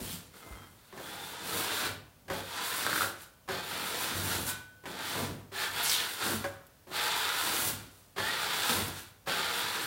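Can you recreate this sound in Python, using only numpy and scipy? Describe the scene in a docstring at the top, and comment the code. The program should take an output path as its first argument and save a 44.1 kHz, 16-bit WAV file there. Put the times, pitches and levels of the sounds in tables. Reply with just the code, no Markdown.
"""A bare room, where a steel scraper is pushed up a papered plaster wall in eight strokes.
The blade lands with a clack and rasps by stick-slip friction, at times squealing or chattering.
Paper fibres fracture, the loose sheet flaps and thuds, and the hollow wall drums in its panel modes.
Once a strip zips off; lifted clear, the blade rings in free vibration. Its resonances rise as it
bends, and the near echoes glide as it climbs."""
import sys
import numpy as np
from scipy import signal
from scipy.fft import rfft, irfft
from scipy.io import wavfile
from scipy.ndimage import uniform_filter1d

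SR = 44100
rng = np.random.default_rng(int(sys.argv[2]) if len(sys.argv) > 2 else 0)


def output_pcm(signal):
    """Save a mono or channel-first signal as 16-bit PCM at the path in sys.argv[1].

    Samples are clipped to [-1, 1] before scaling.
    """
    pcm = np.clip(np.atleast_2d(signal).T, -1, 1) * 32767
    wavfile.write(sys.argv[1], SR, np.round(pcm).astype(np.int16))


N = 434826
T = np.arange(N) / SR

# Levels and gains in the tables are relative, ahead of filtering and mixing.
# handling of the paper, then the eight strokes: start_s
STROKE_STARTS = np.array([0, .925, 2.286, 3.485, 4.852, 5.52, 6.872, 8.17, 9.271])
# shoves of blade or hand against the paper:
# start_s, rise_s, hold_s, fade_db_per_s, swell_db_per_s, rasp_db, tear_db, rustle_db
SHOVES = [(0, 0.0033, .13, 89, -7, -58, -45, -62), (0.308, 0.06, 0.21, 10, -47, -57, -55.5, -54),
          (.68, 0.31, .02, 60, 0, -56, -63, -68), (0.932, 0.16, 0.48, 80, 0.5, -44, -51, -48),
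          (1.38, 0.21, 0.013, 95, 0, -36, -38, -36), (1.576, 0.12, 0.17, 192, 1, -32.5, -42, -44),
          (2.298, 0.037, .015, 90, 0, -37.5, -48.5, -37.5),
          (2.41, .19, 0.42, 148, 3.5, -35.5, -42.5, -46.5), (3.12, 0.1, .01, 258.5, 0, -56, -50.5, -66),
          (3.483, 0.03, .01, 68, 0, -34.5, -50, -36.5), (3.6, .13, 0.39, 40, 1.5, -36, -43.5, -42.5),
          (4.132, .2, 0.027, 113, 0, -35, -35.5, -42), (4.448, 0.042, 0.0075, 173, 0, -37.5, -37, -49),
          (4.858, .015, 0.16, 102, 37, -45.5, -55.5, -49),
          (4.946, 0.16, 0.081, 129, -10, -35.5, -42, -42.5), (5.17, 0.079, 0.011, 196, 0, -43, -42.5, -51),
          (5.512, 0.11, 0.013, 130, 0, -30.5, -39, -48.5), (5.7, 0.097, 0.022, 170, 0, -30.5, -40.5, -58),
          (5.815, 0.046, 0.018, 85, 0, -54, -27.5, -52), (5.91, 0.084, .015, 39, 0, -33.5, -40, -46.5),
          (6.154, 0.084, 0.024, 73, 2, -33, -35.5, -52), (6.866, 0.029, 0.017, 100, 0, -57, -68, -44.5),
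          (6.904, 0.076, 0.55, 49, -7, -29, -41, -51.5), (7.308, 0.27, .1, 117, -19, -43, -34.5, -44),
          (7.802, 0.027, 0.22, 111, -28, -70, -61, -65), (8.157, 0.042, 0.43, 87, 4.5, -32.5, -46, -46.5),
          (8.582, 0.12, 0.01, 61, -6, -29, -32.5, -52), (8.897, 0.077, 0.013, 141, 1.5, -45.5, -47.5, -56),
          (9.258, 0.042, 0.53, 114, -6, -30.5, -43, -44)]
# the freed sheet swings out and the wall drums: peak_s, hold_s, sheet_db, wall_db
FLAPS = [(0, 0.035, -43.5, -46.5), (0.476, 0.083, -47, -56), (0.988, 0.022, -41.5, -63),
         (1.84, 0.025, -39, -47.5), (2.293, .02, -56, -50), (2.846, 0.2, -39, -60),
         (4.135, 0.05, -42.5, -39.5), (4.29, 0.11, -39.5, -45), (5.167, 0.074, -35, -41),
         (5.68, 0.16, -50, -53.5), (6.278, 0.029, -32.5, -43.5), (7.455, 0.047, -40, -63),
         (7.613, 0.069, -41, -46), (8.705, .11, -34, -44), (9.783, .07, -42, -62)]
# spectra of rasped plaster, tearing fibres and the fluttering sheet: frequency_hz, gain_db
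RASP_SPECTRUM = [(150, -15), (330, -42), (430, -6), (640, -6), (930, -5), (1120, -2.5), (1400, 3.5),
                 (1750, -0.5), (2150, -2.5), (2900, -3.5), (3650, -1.5), (4600, -4.5), (5600, -15),
                 (9000, -42)]
FIBRE_SPECTRUM = [(300, -20), (900, 3.5), (2000, 1), (3600, 4), (5500, 2), (6600, 1.5), (8600, 4.5),
                  (10500, 3), (13000, 1.5), (16000, 2.5)]
SHEET_SPECTRUM = [(40, -31), (100, -8), (170, 0), (240, -4.5), (310, -2), (410, -2.5), (600, -5),
                  (1000, -8), (2500, -25)]
# modes of the blade pressed on the wall: landing_hz, bent_hz, width_hz, gain_db
PRESSED_MODES = [(403, 415, 26, 0.5), (780, 1012, 120, 3), (1140, 1426, 38, 3.5), (1730, 1520, 500, -3),
                 (2470, 2550, 76, -5), (3230, 3610, 360, 0), (4260, 4530, 83, -4.5), (5170, 5570, 56, -11),
                 (6600, 7140, 240, -13), (8670, 8000, 250, -17.5)]
# modes of the wall panel: pitch_hz, width_hz, gain_db
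PANEL_MODES = [(54.3, 12, -21), (67.8, 3.5, -10), (97.9, 4.6, 4.5), (142.1, 4.4, -3.5), (177, 36, -14),
               (241, 19.5, -12.5)]
# soft thuds of the hanging sheet: start_s, level_db, pitch_hz
THUDS = [(.005, -39, 57.4), (.012, -37, 230), (0.134, -38, 173), (.508, -34.5, 57.3), (5.224, -30, 238),
         (5.289, -35.5, 128), (6.342, -29.5, 217), (8.695, -33, 235), (8.769, -36, 215), (8.819, -37, 89.5)]
# a faint swish of paper and the strip zipping off, one curve each: time_s, pitch_hz, level_db
ZIPS = [
    [(.02, 3100, -54), (.12, 3420, -45.5), (.2, 3100, -67)],
    [(5.82, 14500, -62), (5.838, 12400, -30), (5.865, 8800, -45), (5.895, 5600, -30.5), (5.925, 3500, -28),
     (5.97, 3480, -32.5), (6.06, 3240, -44)],
]
# a light wipe along the steel before the work: time_s, level_db
WIPE_CURVE = [(.33, -61), (.39, -59), (.55, -55), (.66, -59.5), (.85, -76)]
# modes that the wipe excites: pitch_hz, width_hz, gain_db
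WIPE_MODES = [(1360, 250, 0), (1930, 8, 4), (2080, 9.9, 7.5), (3190, 10, 1), (5421, 40, -18),
              (8543, 200, -27), (10487, 180, -28)]
# the blade knocks on the wall: start_s, level_db
KNOCKS = [(0.926, -49.5), (.975, -43.5), (2.282, -44), (2.3, -34), (3.022, -36), (3.478, -45.5),
          (3.488, -34.5), (4.838, -50.5), (4.856, -38.5), (5.519, -46.5), (6.206, -41), (6.442, -34),
          (6.87, -56), (8.163, -43), (8.181, -33), (9.272, -35)]
# modes of blade and plaster in a knock: pitch_hz, width_hz, gain_db
KNOCK_MODES = [(158, 63, 5), (392, 54, 15), (554, 13, 21.5), (757, 21, 16), (1008, 170, 9.5),
               (1490, 20, 13.5), (1615, 42, 12.5), (2440, 80, -24.5), (2660, 31, -20), (3850, 300, -45)]
# the blade squeals as it catches, one curve each: time_s, pitch_hz, level_db
SQUEALS = [
    [(1.08, 780, -53), (1.28, 835, -50.5), (1.48, 1027, -61)],
    [(1, 3350, -54), (1.2, 3550, -55.5), (1.5, 3520, -59)],
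    [(2.48, 954, -50.5), (2.68, 1035, -44), (2.82, 1160, -48)],
    [(3.89, 435, -54), (3.955, 450, -43), (4.02, 445, -62)],
    [(5.55, 1660, -45), (5.62, 1745, -39), (5.74, 1760, -51)],
    [(6.97, 825, -60), (7.1, 886, -44), (7.3, 1030, -51)],
    [(7.1, 1600, -57), (7.35, 1365, -36), (7.48, 1340, -63)],
    [(8.17, 1630, -44), (8.3, 1890, -41), (8.7, 2190, -68)],
]
# paper snaps, and ticks of dry flakes: start_s, level_db
SNAPS = [(2.128, -52), (2.8655, -11.5), (5.935, -29), (6.443, -31), (7.33, -37), (7.622, -28),
         (8.695, -12.5), (8.725, -36)]
FLAKE_TICKS = [(3.22, -46), (3.232, -52), (3.337, -63), (6.508, -65), (6.667, -51), (8.88, -35)]
# the blade chatters as it skids free: peak_s, hold_s, fade_db_per_s, level_db
SKIDS = [(2.861, 0.17, 150, -37), (6.216, .01, 69.5, -40)]
# the blade springs clear and rings: start_s, level_db
RINGS = [(3.052, -51), (4.492, -40), (6.444, -63)]
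# modes of the free blade: pitch_hz, gain_db, t60_s
FREE_MODES = [(1384, -8, .4), (1497, 0, .95), (2415, -11, .6), (3171, -17, .9), (4780, -18, .3),
              (8215, -24, .27)]
# near reflections during a stroke: delay_ms, drift_ms_per_s, gain
ECHO_PATHS = [(2.2, 0.335, 0.081), (3.4, -0.46, 0.065), (4.6, -1.296, 0.16), (5.6, 1.166, 0.13),
              (8.1, 1.25, 0.1), (11.5, -1.44, 0.09)]
# reverberation time of the room: frequency_hz, t60_s
ROOM_DECAY = [(100, 0.078), (500, 0.48), (1500, 0.55), (5000, 0.39), (15000, 0.24)]
# background noise of the house: frequency_hz, gain_db
QUIET_SPECTRUM = [(15, -5), (25, -2), (53, -1), (120, -1.5), (293, -12), (363, -16), (489, -11),
                  (1480, -20.5), (2550, -21.5), (6050, -24), (6740, -25), (7310, -25), (13600, -24),
                  (16000, -20)]

STROKE_AGE_S = T - STROKE_STARTS[np.searchsorted(STROKE_STARTS, T, "right") - 1]


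def amp(db):
    """Amplitude grows tenfold for every 20 decibels."""
    return 10 ** (np.maximum(db, -300) / 20)


def unit(x):
    """Normalisation to an rms of 1."""
    return x / np.sqrt(np.mean(x ** 2) + 1e-20)


def value_at(points, hz):
    """Linear interpolation on a logarithmic frequency axis."""
    frequency, value = np.transpose(points)
    return np.interp(np.log(hz + 1), np.log(frequency + 1), value)


def add(mix, start_s, sound):
    """Superposition: a sound adds to the mix from its start time."""
    part = mix[max(round(start_s * SR), 0):][:len(sound)]
    part += sound[:len(part)]


def power_sum(gains):
    """Incoherent sources add in power."""
    return np.sqrt(sum(gain ** 2 for gain in gains))


def swell(start, rise, hold, fade_db_per_s):
    """An envelope of linear rise, hold at 1 and exponential decay."""
    return np.clip((T - start) / rise, 0, 1) * amp(-fade_db_per_s * np.maximum(T - start - rise - hold, 0))


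def colour(x, spectrum, size=4096):
    """Minimum-phase filtering imposes a spectrum, with taps of unit energy."""
    log_gain = np.log(amp(value_at(spectrum, abs(np.fft.fftfreq(size, 1 / SR)))))
    response = np.exp(np.conj(signal.hilbert(log_gain)))
    taps = np.fft.ifft(response).real[:size // 2]
    return signal.oaconvolve(x, taps / np.linalg.norm(taps))[:len(x)]


def resonate(x, hz, width_hz):
    """Forced vibration of a damped oscillator whose natural frequency may vary."""
    turn = np.exp(2j * np.pi * np.cumsum(hz * np.ones(len(x))) / SR)
    pole = np.exp(-np.pi * width_hz / SR)
    return 2 * (turn * signal.lfilter([1 - pole], [1, -pole], x / turn + 1e-18)).real


def body(x, modes):
    """Modal superposition: a body's impulse response is a sum of damped cosines."""
    t = np.arange(SR // 2) / SR
    taps = sum(amp(db) * width * np.exp(-np.pi * width * t) * np.cos(2 * np.pi * hz * t)
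               for hz, width, db in modes)
    return signal.oaconvolve(x, taps / np.linalg.norm(taps))[:N]


def glides(curves, drive, width_hz, skirt_hz):
    """Two resonators in cascade narrow the drive to a band that follows each pitch curve."""
    out = np.zeros(N)
    for curve in curves:
        times, hz, db = np.transpose(curve)
        during = (T >= times[0]) & (T <= times[-1])
        pitch = np.interp(T[during], times, hz)
        tone = resonate(resonate(drive[during], pitch, width_hz), pitch, skirt_hz)
        envelope = amp(np.interp(T[during], times, db)) * signal.windows.tukey(len(tone), 0.1)
        out[during] += envelope * unit(tone)
    return out


def wander(hz):
    """Low-pass noise gives a slow random fluctuation of rms 1."""
    rolloff = 1 + (np.fft.rfftfreq(N, 1 / SR) / hz) ** 4
    return unit(irfft(rfft(rng.standard_normal(N)) / rolloff, N))


def slips(per_s, spread_db, clump_db, clump_hz, rubbing):
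    """Stick-slip friction as a Poisson train of clicks over smooth rubbing, modulated into clumps."""
    size = amp(spread_db * np.minimum(rng.exponential(1, N), 4))
    clicks = size * rng.choice([-1, 1], N) * (rng.random(N) < per_s / SR)
    friction = unit(clicks) + rubbing * rng.standard_normal(N)
    return unit(friction * amp(clump_db * wander(clump_hz)))


def bursts(events, t60_s):
    """Contact noise decays exponentially after each event."""
    out, t = np.zeros(N), np.arange(SR // 3) / SR
    for start, db in events:
        add(out, start, amp(db - 60 * t / t60_s) * rng.standard_normal(len(t)))
    return out


def shoving(bunching_db_per_s=11, lift_db_per_s2=90):
    """Common excitation: each shove shapes the envelopes of rasp, tearing and rustle together."""
    rasps, tears, rustles = [], [], []
    for start, rise, hold, fade, swell_db_per_s, rasp_db, tear_db, rustle_db in SHOVES:
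        held = np.clip(T - start - rise, 0, hold)
        lifted = np.maximum(T - start - rise - hold, 0)
        # the hand draws away ever faster, so the fade steepens
        shove = swell(start, rise, hold, fade) * amp(swell_db_per_s * held - lift_db_per_s2 * lifted ** 2)
        rasps.append(shove * amp(rasp_db))
        tears.append(shove * amp(tear_db + bunching_db_per_s * held))  # paper bunches ahead of the blade
        rustles.append(shove * amp(rustle_db))
    return power_sum(rasps), power_sum(tears), power_sum(rustles)


def shaking(rustle, flap_rise_s=0.052, drum_rise_s=0.13, drum_lag_s=0.068):
    """Mechanical coupling: flaps, rustle and knocks set the envelopes of both sheet and wall."""
    jolt = power_sum(amp(db) * swell(start, rise=0.0099, hold=0.018, fade_db_per_s=139)
                     for start, db in KNOCKS)
    flaps, drums = [], []
    for peak, hold, sheet_db, wall_db in FLAPS:
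        flaps.append(amp(sheet_db) * swell(peak - flap_rise_s, flap_rise_s, hold, fade_db_per_s=124))
        drum_start = peak + drum_lag_s - drum_rise_s
        drums.append(amp(wall_db) * swell(drum_start, drum_rise_s, hold, fade_db_per_s=83))
    flap = power_sum(flaps + [rustle, amp(-8.5) * jolt])
    push = power_sum(drums + [amp(-16) * rustle, amp(-14) * jolt])
    return flap, push


def rasping(envelope, bend_s=0.31):
    """Stick-slip on plaster gives gritty noise and drives the blade's modes, which shift as it bends."""
    grit = colour(slips(per_s=2600, spread_db=0.5, clump_db=0.74, clump_hz=130, rubbing=0.56),
                  RASP_SPECTRUM)
    drive = slips(per_s=1800, spread_db=0, clump_db=-3, clump_hz=109, rubbing=0.46)
    bend = 1 - np.exp(-STROKE_AGE_S / bend_s)
    blade = sum(amp(db) * resonate(drive, landing + (bent - landing) * bend, width)
                for landing, bent, width, db in PRESSED_MODES)
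    return envelope * (amp(-4) * grit + amp(-6) * unit(blade))


def tearing(envelope, bounce_s=0.000686):
    """Fracture of many paper fibres ahead of the blade merges into a broadband hiss."""
    fractures = slips(per_s=3800, spread_db=2, clump_db=0.2, clump_hz=110, rubbing=0.59)
    fibres = envelope * colour(fractures, FIBRE_SPECTRUM)
    fibres += 0.11 * np.interp(T - bounce_s, T, fibres)  # a bounce off the blade ripples the treble
    fizz = signal.sosfilt(signal.butter(1, 8000, "highpass", fs=SR, output="sos"), fibres)
    return fibres + 0.36 * wander(hz=8.5) * fizz  # drier and softer patches make the fizz come and go


def fluttering(envelope):
    """The freed sheet radiates low-pitched noise as it flutters."""
    crinkles = slips(per_s=700, spread_db=1, clump_db=1, clump_hz=33.8, rubbing=0.31)
    return envelope * colour(crinkles, SHEET_SPECTRUM)


def drumming(push):
    """Forced vibration of the hollow wall's panel modes, as even as the arm's push."""
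    drum = body(rng.standard_normal(N), PANEL_MODES)
    running_rms = np.sqrt(uniform_filter1d(drum ** 2, size=3000) + 1e-6)
    return push * drum / running_rms


def thudding(rise_s=0.001, t60_s=0.21):
    """Each thud of the hanging sheet is one damped low oscillation."""
    out, t = np.zeros(N), np.arange(SR // 3) / SR
    envelope = (1 - np.exp(-t / rise_s)) * amp(-60 * t / t60_s)
    for start, db, hz in THUDS:
        add(out, start, amp(db) * envelope * np.sin(2 * np.pi * hz * t))
    return out


def zipping():
    """Fibre snaps form a band of hiss, which sweeps downward as a strip lets go fast and slows."""
    fractures = slips(per_s=3000, spread_db=4.5, clump_db=-0.5, clump_hz=150, rubbing=0.25)
    return glides(ZIPS, fractures, width_hz=970, skirt_hz=7000)


def wiping(friction):
    """Light friction along the steel excites its modes, and the blade sings."""
    times, db = np.transpose(WIPE_CURVE)
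    during = (T >= times[0]) & (T <= times[-1])
    return during * amp(np.interp(T, times, db)) * body(friction, WIPE_MODES)


def knocking(strike_db=17):
    """Impact excitation: one hard contact and a short rattle ring the modes of blade and plaster."""
    strikes = np.zeros(N)
    for start, db in KNOCKS:
        add(strikes, start, [amp(db + strike_db)])
    rattle = amp(5) * bursts(KNOCKS, t60_s=0.13)
    return body(strikes + rattle, KNOCK_MODES)


def squealing(friction):
    """As the blade catches, stick-slip drives a narrow, gliding resonance."""
    return glides(SQUEALS, friction, width_hz=50, skirt_hz=260)


def snapping():
    """Sudden fracture of paper gives a broadband crack with a slightly longer hiss of fibres."""
    crack = colour(bursts(SNAPS, t60_s=0.0044), RASP_SPECTRUM)
    hiss = colour(bursts(SNAPS, t60_s=0.0089), FIBRE_SPECTRUM)
    return crack + amp(-10.5) * hiss


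def chattering(friction, rise_s=0.015):
    """Skidding free, the blade is forced to vibrate in its lowest modes."""
    skid = power_sum(amp(db) * swell(peak - rise_s, rise_s, hold, fade) for peak, hold, fade, db in SKIDS)
    lowest_mode = resonate(friction, hz=1370, width_hz=350)
    return skid * unit(resonate(lowest_mode, hz=1440, width_hz=820))


def ringing():
    """Free vibration: once the blade is lifted clear, each mode decays at its own rate."""
    out, t = np.zeros(N), np.arange(SR) / SR
    ring = sum(amp(db - 60 * t / t60) * np.sin(2 * np.pi * hz * t) for hz, db, t60 in FREE_MODES)
    for start, db in RINGS:
        add(out, start, amp(db) * ring)
    return out


def ticking():
    """Small sources radiate bass poorly, so dry flakes of paper tick in the treble."""
    return np.diff(colour(bursts(FLAKE_TICKS, t60_s=0.03), FIBRE_SPECTRUM), prepend=0)


def reflections(x):
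    """Comb filtering glides as paths by floor, ceiling and side wall change with the blade's climb."""
    echoes = sum(gain * np.interp(T - (delay_ms + drift * STROKE_AGE_S) / 1000, T, x)
                 for delay_ms, drift, gain in ECHO_PATHS)
    return (x + echoes) / np.sqrt(1 + sum(gain ** 2 for _, _, gain in ECHO_PATHS))


def reverberation(x, gap_s=0.00516, patterns=3):
    """A diffuse field decays at its own rate in each band."""
    out = np.zeros(N)
    for k in range(patterns):
        noise = rng.standard_normal(SR) * (T[:SR] > gap_s)
        hz, t, bands = signal.stft(noise, SR, nperseg=256)
        tail = signal.istft(bands * amp(-60 * t / value_at(ROOM_DECAY, hz)[:, None]), SR)[1]
        # the moving hand passes from one echo pattern to the next
        share = np.cos(np.pi * (STROKE_AGE_S / 0.79 + k / patterns)) * np.sqrt(2 / patterns)
        out += signal.oaconvolve(x * share, tail / np.linalg.norm(tail))[:N]
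    return out


def scene():
    """Superposition of the work, its echoes and the quiet of the house at one microphone."""
    rasp, tear, rustle = shoving()
    flap, push = shaking(rustle)
    scrape = rasping(rasp) + amp(2) * tearing(tear) + amp(-3) * fluttering(flap)
    paper = thudding() + zipping() + snapping() + ticking()
    friction = slips(per_s=700, spread_db=6, clump_db=-0.6, clump_hz=50, rubbing=0.073)
    steel = wiping(friction) + knocking() + squealing(friction) + amp(1.5) * chattering(friction)
    near = reflections(scrape + paper + steel)
    quiet = amp(-60) * colour(rng.standard_normal(N), QUIET_SPECTRUM)
    mono = amp(-1) * near + amp(-10) * reverberation(near) + amp(0.5) * drumming(push) + ringing() + quiet
    return np.array([mono, mono])


def record(dry, bass_hz=46, edge_hz=15900):
    """Band limiting: the bass rolls off and the highest treble is cut steeply."""
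    thin = signal.sosfilt(signal.butter(4, bass_hz, "highpass", fs=SR, output="sos"), dry)
    lowpass = signal.firwin(511, edge_hz, window=("kaiser", 9), fs=SR)
    return signal.oaconvolve(thin, lowpass[None], "same")


dry = scene()
out = record(dry)
output_pcm(out)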